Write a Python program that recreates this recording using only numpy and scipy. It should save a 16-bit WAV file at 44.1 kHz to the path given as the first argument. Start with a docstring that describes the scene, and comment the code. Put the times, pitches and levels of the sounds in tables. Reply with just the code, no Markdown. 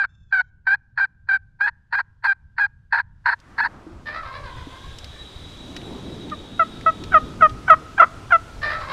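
"""A raspy run of hen turkey yelps from a latex reed call in the mouth, then a clearer, nearer run.
Reed partials, stuttering and slipping, mix with gated air noise. A far tom gobbles back after each run:
chopped short notes. A far bird whistles once; leaf hiss and an insect trill rise after the first run.
Shaped noise makes the wind on the microphone; twigs and gear tick and knock. Echoes leave a faint tail in
bare spring woods."""
import sys
import numpy as np
from scipy import signal
from scipy.fft import rfft, irfft, next_fast_len
from scipy.io import wavfile
from scipy.ndimage import uniform_filter1d

SR = 44100
rng = np.random.default_rng(int(sys.argv[2]) if len(sys.argv) > 2 else 0)


def volts_from_decibels(level):
    """Turn decibel levels (scalar or array-like) into linear amplitude factors."""
    exponent = np.asarray(level, float) / 20
    return 10 ** exponent


def transcribe(signal):
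    """Save signal, clipped to [-1, 1], as a 16-bit WAV file at the path in sys.argv[1]."""
    frames = np.atleast_2d(signal).T
    limited = np.clip(frames, -1, 1)
    pcm = np.round(limited * 32767).astype(np.int16)
    wavfile.write(sys.argv[1], SR, pcm)


N = 393660

# The yelps of each run, before the manner below bends them:
# start_s, length_s, effort_db, pitch_hz, sag_hz_per_s, reed_steadies_s, reed_breaks_s (both after the start)
RASPY_YELPS = [(-.035, .097, -18.5, 810, 600, .02, .068), (.321, .101, -16.5, 782, 450, .004, .085),
               (.665, .095, -16, 765, -700, .012, .08), (.972, .091, -17, 775, -250, .032, .078),
               (1.284, .093, -17, 785, 120, .008, .088), (1.603, .098, -17, 800, -700, .005, .06),
               (1.922, .098, -18, 810, 100, .032, .065), (2.236, .101, -16, 802, 220, .035, .095),
               (2.578, .093, -16.5, 825, 350, .022, .083), (2.920, .1, -17.5, 820, 50, .07, .071),
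               (3.254, .097, -17, 840, 50, .06, .061), (3.577, .103, -18.5, 860, 100, .035, .06)]
CLEAR_YELPS = [(6.305, .045, -26, 600, 250, .014, .04), (6.590, .052, -10.5, 678, 1000, .004, .05),
               (6.858, .053, -10.5, 652, 250, .004, .05), (7.117, .073, -5.5, 640, 650, .025, .07),
               (7.405, .071, -5.5, 634, 380, .017, .068), (7.676, .077, -2.5, 636, 150, .024, .056),
               (7.976, .077, -2, 655, 250, .023, .036), (8.302, .072, -7, 690, 800, .02, .07)]
# Manner of a run: rise_s, fall_s, silence_db, level_before_steadying_db, level_after_breaking_db,
# swell_db_per_s (positive swells, negative fades), pitch_lift (share of pitch), settling_s,
# rasp_steady (0-1), rasp_unsteady (0-1), puff_db, waver_db, growth of the unsteady rasp from yelp to yelp
RASPY_MANNER = (.006, .018, -30, -2, -3.5, 25, .05, .004, .31, .6, 4, 2.1, .03)
CLEAR_MANNER = (.006, .019, -24, -14, -1.5, -75, .19, .007, .11, .55, 1, .5, .025)
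# Mouth and cupped hand, for the reed tone and for the rasp: frequency_hz, relative level_db
RASPY_TONE = [(780, -23.5), (1560, 2), (2340, -17.5), (3120, -37.5), (3900, -31.5), (4680, -33),
              (5460, -52.5), (7020, -54), (9360, -55), (12480, -64)]
RASPY_AIR = [(400, -76.5), (650, -42), (930, 1), (1200, -6.5), (1600, 15), (1900, 3), (2400, -22.5),
             (3100, -50.5), (4300, -8.5), (5000, -25), (5900, -54.1), (7800, -45.5), (11000, -44.5),
             (14000, -65)]
CLEAR_TONE = [(640, -15), (770, -23), (1260, -0.5), (1890, -17.5), (2520, -29.5), (3150, -34.5),
              (3780, -47), (4410, -54.5), (5670, -55)]
CLEAR_AIR = [(400, -42.5), (650, -21), (1050, -12.5), (1300, 2), (1600, -15), (2000, -13.5), (3500, -50.5),
             (8000, -68.5)]
# Gobbles, before distance softens them: start_s, effort_db, stretch in time (a ratio)
GOBBLES = [(4.054, -32, 1.0), (8.614, -25, 1.08)]
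# Course of a gobble, before stretching: time_s, level_db, pitch_hz, throat_resonance_hz
GOBBLE_COURSE = [(0, -1, 590, 1650), (.085, 0, 612, 1700), (.11, -3, 650, 1290), (.17, -8, 645, 1290),
                 (.19, -6, 530, 1050), (.25, -3, 535, 1040), (.33, -9, 570, 640), (.41, -9, 500, 960),
                 (.6, -12, 505, 940), (.8, -14, 540, 1300), (.93, -34, 560, 1700), (1.08, -19, 590, 1780),
                 (1.17, -22, 600, 1780)]
# Throat of the tom: frequency_hz, relative level_db
TOM_THROAT = [(450, -11), (600, -5), (1050, -2), (1800, -2), (2300, -7), (3000, -11), (4000, -8),
              (5000, -15), (7000, -43)]
# Fading of echoes in the trees: frequency_hz, relative fading time (a ratio, scaled for each sound)
TREE_FADING = [(500, 1.1), (1500, 0.9), (3000, 0.3), (8000, 0.43)]
# Glide of the far bird: time_s, pitch_hz, level_db
BIRD_GLIDE = [(.06, 820, -76), (.1, 890, -71), (.22, 885, -72), (.33, 840, -74), (.42, 790, -75),
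              (.52, 770, -80)]
# Overtone colour of the bird: frequency_hz, relative level_db
BIRD_TONE = [(900, -30), (2650, -12), (3550, 0), (4450, -24), (5350, -14), (7100, -15), (8000, -30)]
# Insect trill, farther insects, and a swelling mid-range wash: time_s, pitch_hz, level_db
TRILL = [(4.65, 3850, -59), (5.2, 3870, -48), (6.1, 3870, -50), (6.4, 3800, -51), (7.4, 3790, -56)]
CHORUS = [(4.4, 3433, -51.5), (5.6, 3570, -51.5), (7.4, 3500, -52.5)]
WASH = [(3.36, 1500, -64), (3.5, 1300, -55), (3.75, 1000, -48), (3.85, 900, -52), (4.05, 800, -53)]
# Dry ticks of twigs and gear: start_s, peak_db, centre_hz
TICKS = [(3.391, -52, 3770), (3.401, -42, 4200), (4.986, -27, 3900), (5.044, -27, 3300), (5.765, -23, 3000),
         (5.815, -34, 2500), (6.095, -44, 2200), (6.298, -33, 2800), (6.811, -30.5, 2400),
         (7.038, -27, 3300), (7.494, -32, 3600)]
# Hollow knocks: start_s, level_db, pitch_hz, fading_s (time to drop 60 dB)
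KNOCKS = [(3.866, -31, 319, 0.14), (3.899, -39, 345, 0.23), (4.67, -27, 278, 0.053)]
# Course of the wind: time_s, rumble_db, gust_db, leaf_hiss_db
WIND = [(0, -50, -78.5, -87), (2, -54, -81, -79.5), (3.1, -49, -94.5, -79), (3.5, -50, -51, -57),
        (4, -48, -50, -57), (4.6, -38, -76, -47.5), (5.2, -44, -61, -46.5), (5.9, -44.5, -33.5, -45),
        (6.55, -43, -39.5, -47.5), (6.65, -46, -41, -46), (7.25, -36, -36, -45.5),
        (7.9, -44.5, -44.5, -46.5), (8.93, -40, -59.5, -45)]
# Colours of rumble, gusts and leaf hiss: frequency_hz, relative level_db
RUMBLE = [(20, -16), (55, 4), (95, -0.5), (200, -19), (500, -63), (1100, -120)]
GUST = [(35, -41.5), (80, -0.5), (290, 3), (550, -11.5), (1600, -27), (3300, -90)]
LEAVES = [(300, -2.5), (1000, -8.5), (2000, -13.5), (3500, -15.5), (6000, -20.5), (9000, -26.5),
          (12000, -35.5), (15000, -44)]

FLIP_S = .005  # time the reed takes to steady or break
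PUFF_S = .016  # length of the opening puff
ONSET_S, ONSET_DB_PER_S = .014, 900  # faint swell ahead of each yelp
FULL_LEAD_S = .022  # a reed that steadies this late or later gets the full pitch lift
NOTES_PER_S, LATE_NOTES_PER_S, SLOWING_S = 14, 6.4, .3  # pace of gobble notes


def evened(x):
    """Scales a sound to an average (rms) strength of 1."""
    return x / np.sqrt(np.mean(x ** 2) + 1e-20)


def read(points, hz):
    """Reads a spectrum between its points on a log-frequency axis."""
    f, value = np.transpose(points)
    return np.interp(np.log(hz + 1), np.log(f + 1), value)


def add(mix, start_s, sound):
    """Mixes a sound in at a time, leaving out what falls outside."""
    at = round(start_s * SR)
    sound = sound[max(-at, 0):]
    part = mix[max(at, 0):][:len(sound)]
    part += sound[:len(part)]


def columns(rows):
    """Gives the start time and the sample-by-sample curves of a table."""
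    s, *values = np.transpose(rows)
    t = np.arange(s[0], s[-1], 1 / SR)
    return [s[0]] + [np.interp(t, s, v) for v in values]


def wobble(count, rate_hz):
    """A smooth random curve of rms 1: noise with its changes faster than the rate filtered down."""
    b, a = signal.butter(2, rate_hz, fs=SR)
    smooth = signal.lfilter(b, a, rng.standard_normal(count + 2000))
    return evened(smooth)[2000:]  # skips the filter's start


def coloured(x, points):
    """Filters a sound by a spectrum, then evens it."""
    hz = np.fft.rfftfreq(len(x), 1 / SR)
    return evened(irfft(rfft(x) * volts_from_decibels(read(points, hz)), len(x)))


def stack(turns, hz, points, first=1, count=16, peak_hz=1, peak_db=0):
    """Partials of a vibration, each as loud as the resonator and one moving resonance make it."""
    total = 0
    for k in np.arange(count) + first:
        lift_db = peak_db * np.exp(-(np.log(k * hz / peak_hz) / 0.32) ** 2)
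        level = volts_from_decibels(read(points, k * hz) + lift_db)
        total = total + level * np.cos(2 * np.pi * k * turns + k * k)
    return total


def shape(number, start, length, effort_db, hz, sag, steady, broken, manner):
    """Level, pitch and rasp of a yelp: high and hoarse, then steady and bending, then hoarse again."""
    (rise, fall, hush_db, lead_db, end_db, swell_db, lift, settle,
     calm, hoarse, puff_db, waver_db, growth) = manner
    t = np.arange(-ONSET_S, length, 1 / SR)
    lead = np.clip((steady - t) / FLIP_S + .5, 0, 1)
    end = np.clip((t - broken) / FLIP_S + .5, 0, 1)
    since = np.maximum(t - steady + FLIP_S, 0)
    edges = np.clip(1 - t / rise, 0, 1) + np.clip(1 - (length - t) / fall, 0, 1) ** 2

    level_db = effort_db + hush_db * edges + lead_db * lead + end_db * end + swell_db * since
    level_db += ONSET_DB_PER_S * np.minimum(t, 0)
    level_db += puff_db * np.exp(-(t / PUFF_S) ** 2) + waver_db * wobble(len(t), 45)

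    lift *= min(steady / FULL_LEAD_S, 1)
    hz = hz * (1 + lift * np.exp(-since / settle)) - sag * since
    rasp = calm + (hoarse + growth * number - calm) * np.maximum(lead, end)
    return start - ONSET_S, level_db, hz, rasp


def yelp(curves, tone, air_colour, slip, stutter, rasp_db, beat, loose_hz, count):
    """The reed buzzes; when it rasps its pitch slips, its swing stutters and gated air noise joins."""
    start_s, level_db, hz, rasp = curves
    rasp, n = np.clip(rasp, 0, 1), len(hz)
    hz = hz * (1 + (0.0057 + slip * rasp ** 2) * wobble(n, 110) + .17 * slip * wobble(n, 320))
    turns = np.cumsum(hz) / SR
    # the reed can swing only so far, but often stalls
    swing = np.tanh(1.84 + stutter * rasp ** 2 * wobble(n, 80))
    reed = stack(turns, hz, tone, count=count)
    # alternate strong and weak beats add tones halfway between the partials
    reed += beat * stack(turns, hz, tone, first=3 / 2, count=4)
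    reed /= np.sqrt(uniform_filter1d(reed ** 2, 400) + 1e-9)

    gate = 0.25 + np.exp(-(turns % 1) / 0.32)  # air bursts once per reed cycle
    air = coloured(gate * rng.standard_normal(n), air_colour)
    # the loose second reed flaps at its own rate
    flap = np.cumsum(loose_hz * (1 + 0.036 * wobble(n, 87))) / SR
    loose = (1 + .6 * wobble(n, 76)) * np.sin(2 * np.pi * flap)

    clean = np.sqrt(1 - rasp ** 4) * reed * swing
    rough = volts_from_decibels(rasp_db) * rasp ** 2 * (air + 0.76 * rasp * loose)
    ramp = np.minimum(np.minimum(np.arange(n), n - np.arange(n)) / 100, 1)
    return start_s, volts_from_decibels(level_db) * (clean + rough) * ramp


def limited(raspy):
    """The recorder's limiter holds down the peaks of the raspy run; a high-pass removes the bass."""
    size = abs(signal.hilbert(raspy, next_fast_len(N))[:N]) / 0.38 + 1e-9
    raspy = raspy * np.tanh(size) / size
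    return signal.sosfilt(signal.butter(5, 600, "high", fs=SR, output="sos"), raspy)


def gobble(start_s, top_db, stretch):
    """Short unsteady notes that slow down and draw apart, chopped by a fast rattle of the throat."""
    _, level_db, hz, throat_hz = columns(np.array(GOBBLE_COURSE) * [stretch, 1, 1, 1])
    n = len(hz)
    early = np.exp(-np.arange(n) / SR / SLOWING_S)
    pace = LATE_NOTES_PER_S + (NOTES_PER_S - LATE_NOTES_PER_S) * early
    beat = np.cumsum(pace) / SR % 1
    notes = .1 + .5 * early + np.sin(np.pi * beat ** .6) ** 2
    rattle_turns = np.cumsum(58 * (1 + .25 * wobble(n, 20))) / SR  # about 58 Hz
    rattle = 1 + .6 * np.sin(2 * np.pi * rattle_turns)

    hz = hz * (1 + .015 * wobble(n, 19) + 0.02 * wobble(n, 250))
    turns = np.cumsum(hz) / SR
    voice = stack(turns, hz, TOM_THROAT, count=10, peak_hz=throat_hz, peak_db=9 + 5 * early)
    voice /= np.sqrt(uniform_filter1d(voice ** 2, 800) + 1e-12)
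    air = coloured(rng.standard_normal(n), TOM_THROAT)
    sound = (voice * (1 + .4 * wobble(n, 80)) + .4 * air) * notes * rattle
    return start_s, volts_from_decibels(top_db + level_db) * sound * signal.windows.tukey(n, .015)


def trees(x, start_s, fade_s):
    """Sparse echoes off trunks, each band dying at its own speed."""
    taps = np.zeros(SR)
    at = np.arange(round(start_s * SR), SR - 20, 20)
    taps[at + rng.integers(0, 20, len(at))] = rng.choice([-1., 1.], len(at))
    hz, t, z = signal.stft(taps, SR, nperseg=256)
    fading_s = fade_s * read(TREE_FADING, hz)[:, None]  # time to drop 60 dB
    tail = signal.istft(z * volts_from_decibels(-60 * t / fading_s), SR, nperseg=256)[1]
    return signal.fftconvolve(x, tail / np.linalg.norm(tail))[:N]


def bird():
    """A faint gliding whistle with overtones."""
    start_s, hz, level_db = columns(BIRD_GLIDE)
    n = len(hz)
    hz = hz * (1 + .004 * wobble(n, 30) + .012 * wobble(n, 200))
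    level_db = level_db + 3 * wobble(n, 60)
    whistle = stack(np.cumsum(hz) / SR, hz, BIRD_TONE, count=9)
    return start_s, volts_from_decibels(level_db) * whistle * signal.windows.tukey(n, .2)


def thin_tone(rows, fuzz_hz):
    """A wavering tone; faster random flutter spreads it into a wider band."""
    start_s, hz, level_db = columns(rows)
    n = len(hz)
    flutter = wobble(n, fuzz_hz) + 1j * wobble(n, fuzz_hz)
    tone = (flutter * np.exp(2j * np.pi * np.cumsum(hz) / SR)).real
    return start_s, volts_from_decibels(level_db) * tone * signal.windows.tukey(n, .1)


def tick(peak_db, hz, fading_s):
    """A crack of noise around one broad resonance."""
    t = np.arange(4000) / SR
    crack = rng.standard_normal(len(t)) * volts_from_decibels(-60 * t / fading_s)
    crack = signal.lfilter(*signal.butter(2, [hz / 1.6, hz * 1.5], "band", fs=SR), crack)
    return volts_from_decibels(peak_db) * crack / abs(crack).max()


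def knock(level_db, hz, fading_s):
    """A blow on a hollow thing rings one mode, which dies away."""
    t = np.arange(8000) / SR
    attack = np.minimum(t / 0.00094, 1)
    return volts_from_decibels(level_db - 60 * t / fading_s) * np.sin(2 * np.pi * hz * t) * attack


def wind():
    """Rumble and gusts on the microphone and hiss of leaves: coloured noise in lumpy patches."""
    frames, hz = N // 256 + 5, np.fft.rfftfreq(1024, 1 / SR)
    s, *levels = np.transpose(WIND)
    out = np.zeros(N)
    for colour, level_db, lumps_db in zip((RUMBLE, GUST, LEAVES), levels, (2.2, 2.3, 1.1)):
        a, b, patches = rng.standard_normal((frames, 513, 3)).T
        # smooth the patches over frequency, then over time
        patches = evened(uniform_filter1d(uniform_filter1d(patches, 8, 0), 14, 1))
        z = (a + 1j * b) * volts_from_decibels(read(colour, hz)[:, None] + lumps_db * patches)
        noise = signal.istft(z, nperseg=1024, noverlap=768)[1][:N]
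        out += evened(noise) * volts_from_decibels(np.interp(np.arange(N) / SR, s, level_db))
    return out


def scene():
    """Two runs of yelps, two gobbles, wind and small sounds."""
    raspy, clear, tom, small = np.zeros((4, N))
    for k, row in enumerate(RASPY_YELPS):
        curves = shape(k, *row, RASPY_MANNER)
        add(raspy, *yelp(curves, RASPY_TONE, RASPY_AIR, slip=.08, stutter=4.5, rasp_db=1,
                         beat=0, loose_hz=935, count=16))
    for k, row in enumerate(CLEAR_YELPS):
        curves = shape(k, *row, CLEAR_MANNER)
        add(clear, *yelp(curves, CLEAR_TONE, CLEAR_AIR, slip=.04, stutter=3.85, rasp_db=-4.5,
                         beat=.035, loose_hz=1040, count=9))
    for row in GOBBLES:
        add(tom, *gobble(*row))
    add(small, *bird())
    add(small, *thin_tone(WASH, 550))
    add(small, *thin_tone(TRILL, 28))
    add(small, *thin_tone(CHORUS, 330))
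    for s, *row in TICKS:
        add(small, s, tick(*row, fading_s=0.029))
    for s, *row in KNOCKS:
        add(small, s, knock(*row))

    raspy = limited(raspy)
    near_echo = volts_from_decibels(-28) * np.roll(clear, round(0.04 * SR))
    far = volts_from_decibels(-6) * tom + volts_from_decibels(-5) * trees(tom, .005, .5)
    tails = volts_from_decibels(-42.5) * trees(raspy, 0.0071, 1.0) + volts_from_decibels(-35.5) * trees(clear, 0.045, 1.5)
    return (raspy + clear + near_echo + tails + far + small + wind())[None]


def top_cut(x):
    """Nothing passes above the cut-off."""
    return signal.sosfilt(signal.butter(12, 15700, fs=SR, output="sos"), x)


def record(dry):
    """The recorder clips whatever goes past full scale, as the loudest yelps do."""
    clipped = np.clip(dry, -1, 1)
    return top_cut(clipped)


dry = scene()
out = record(dry)
transcribe(out)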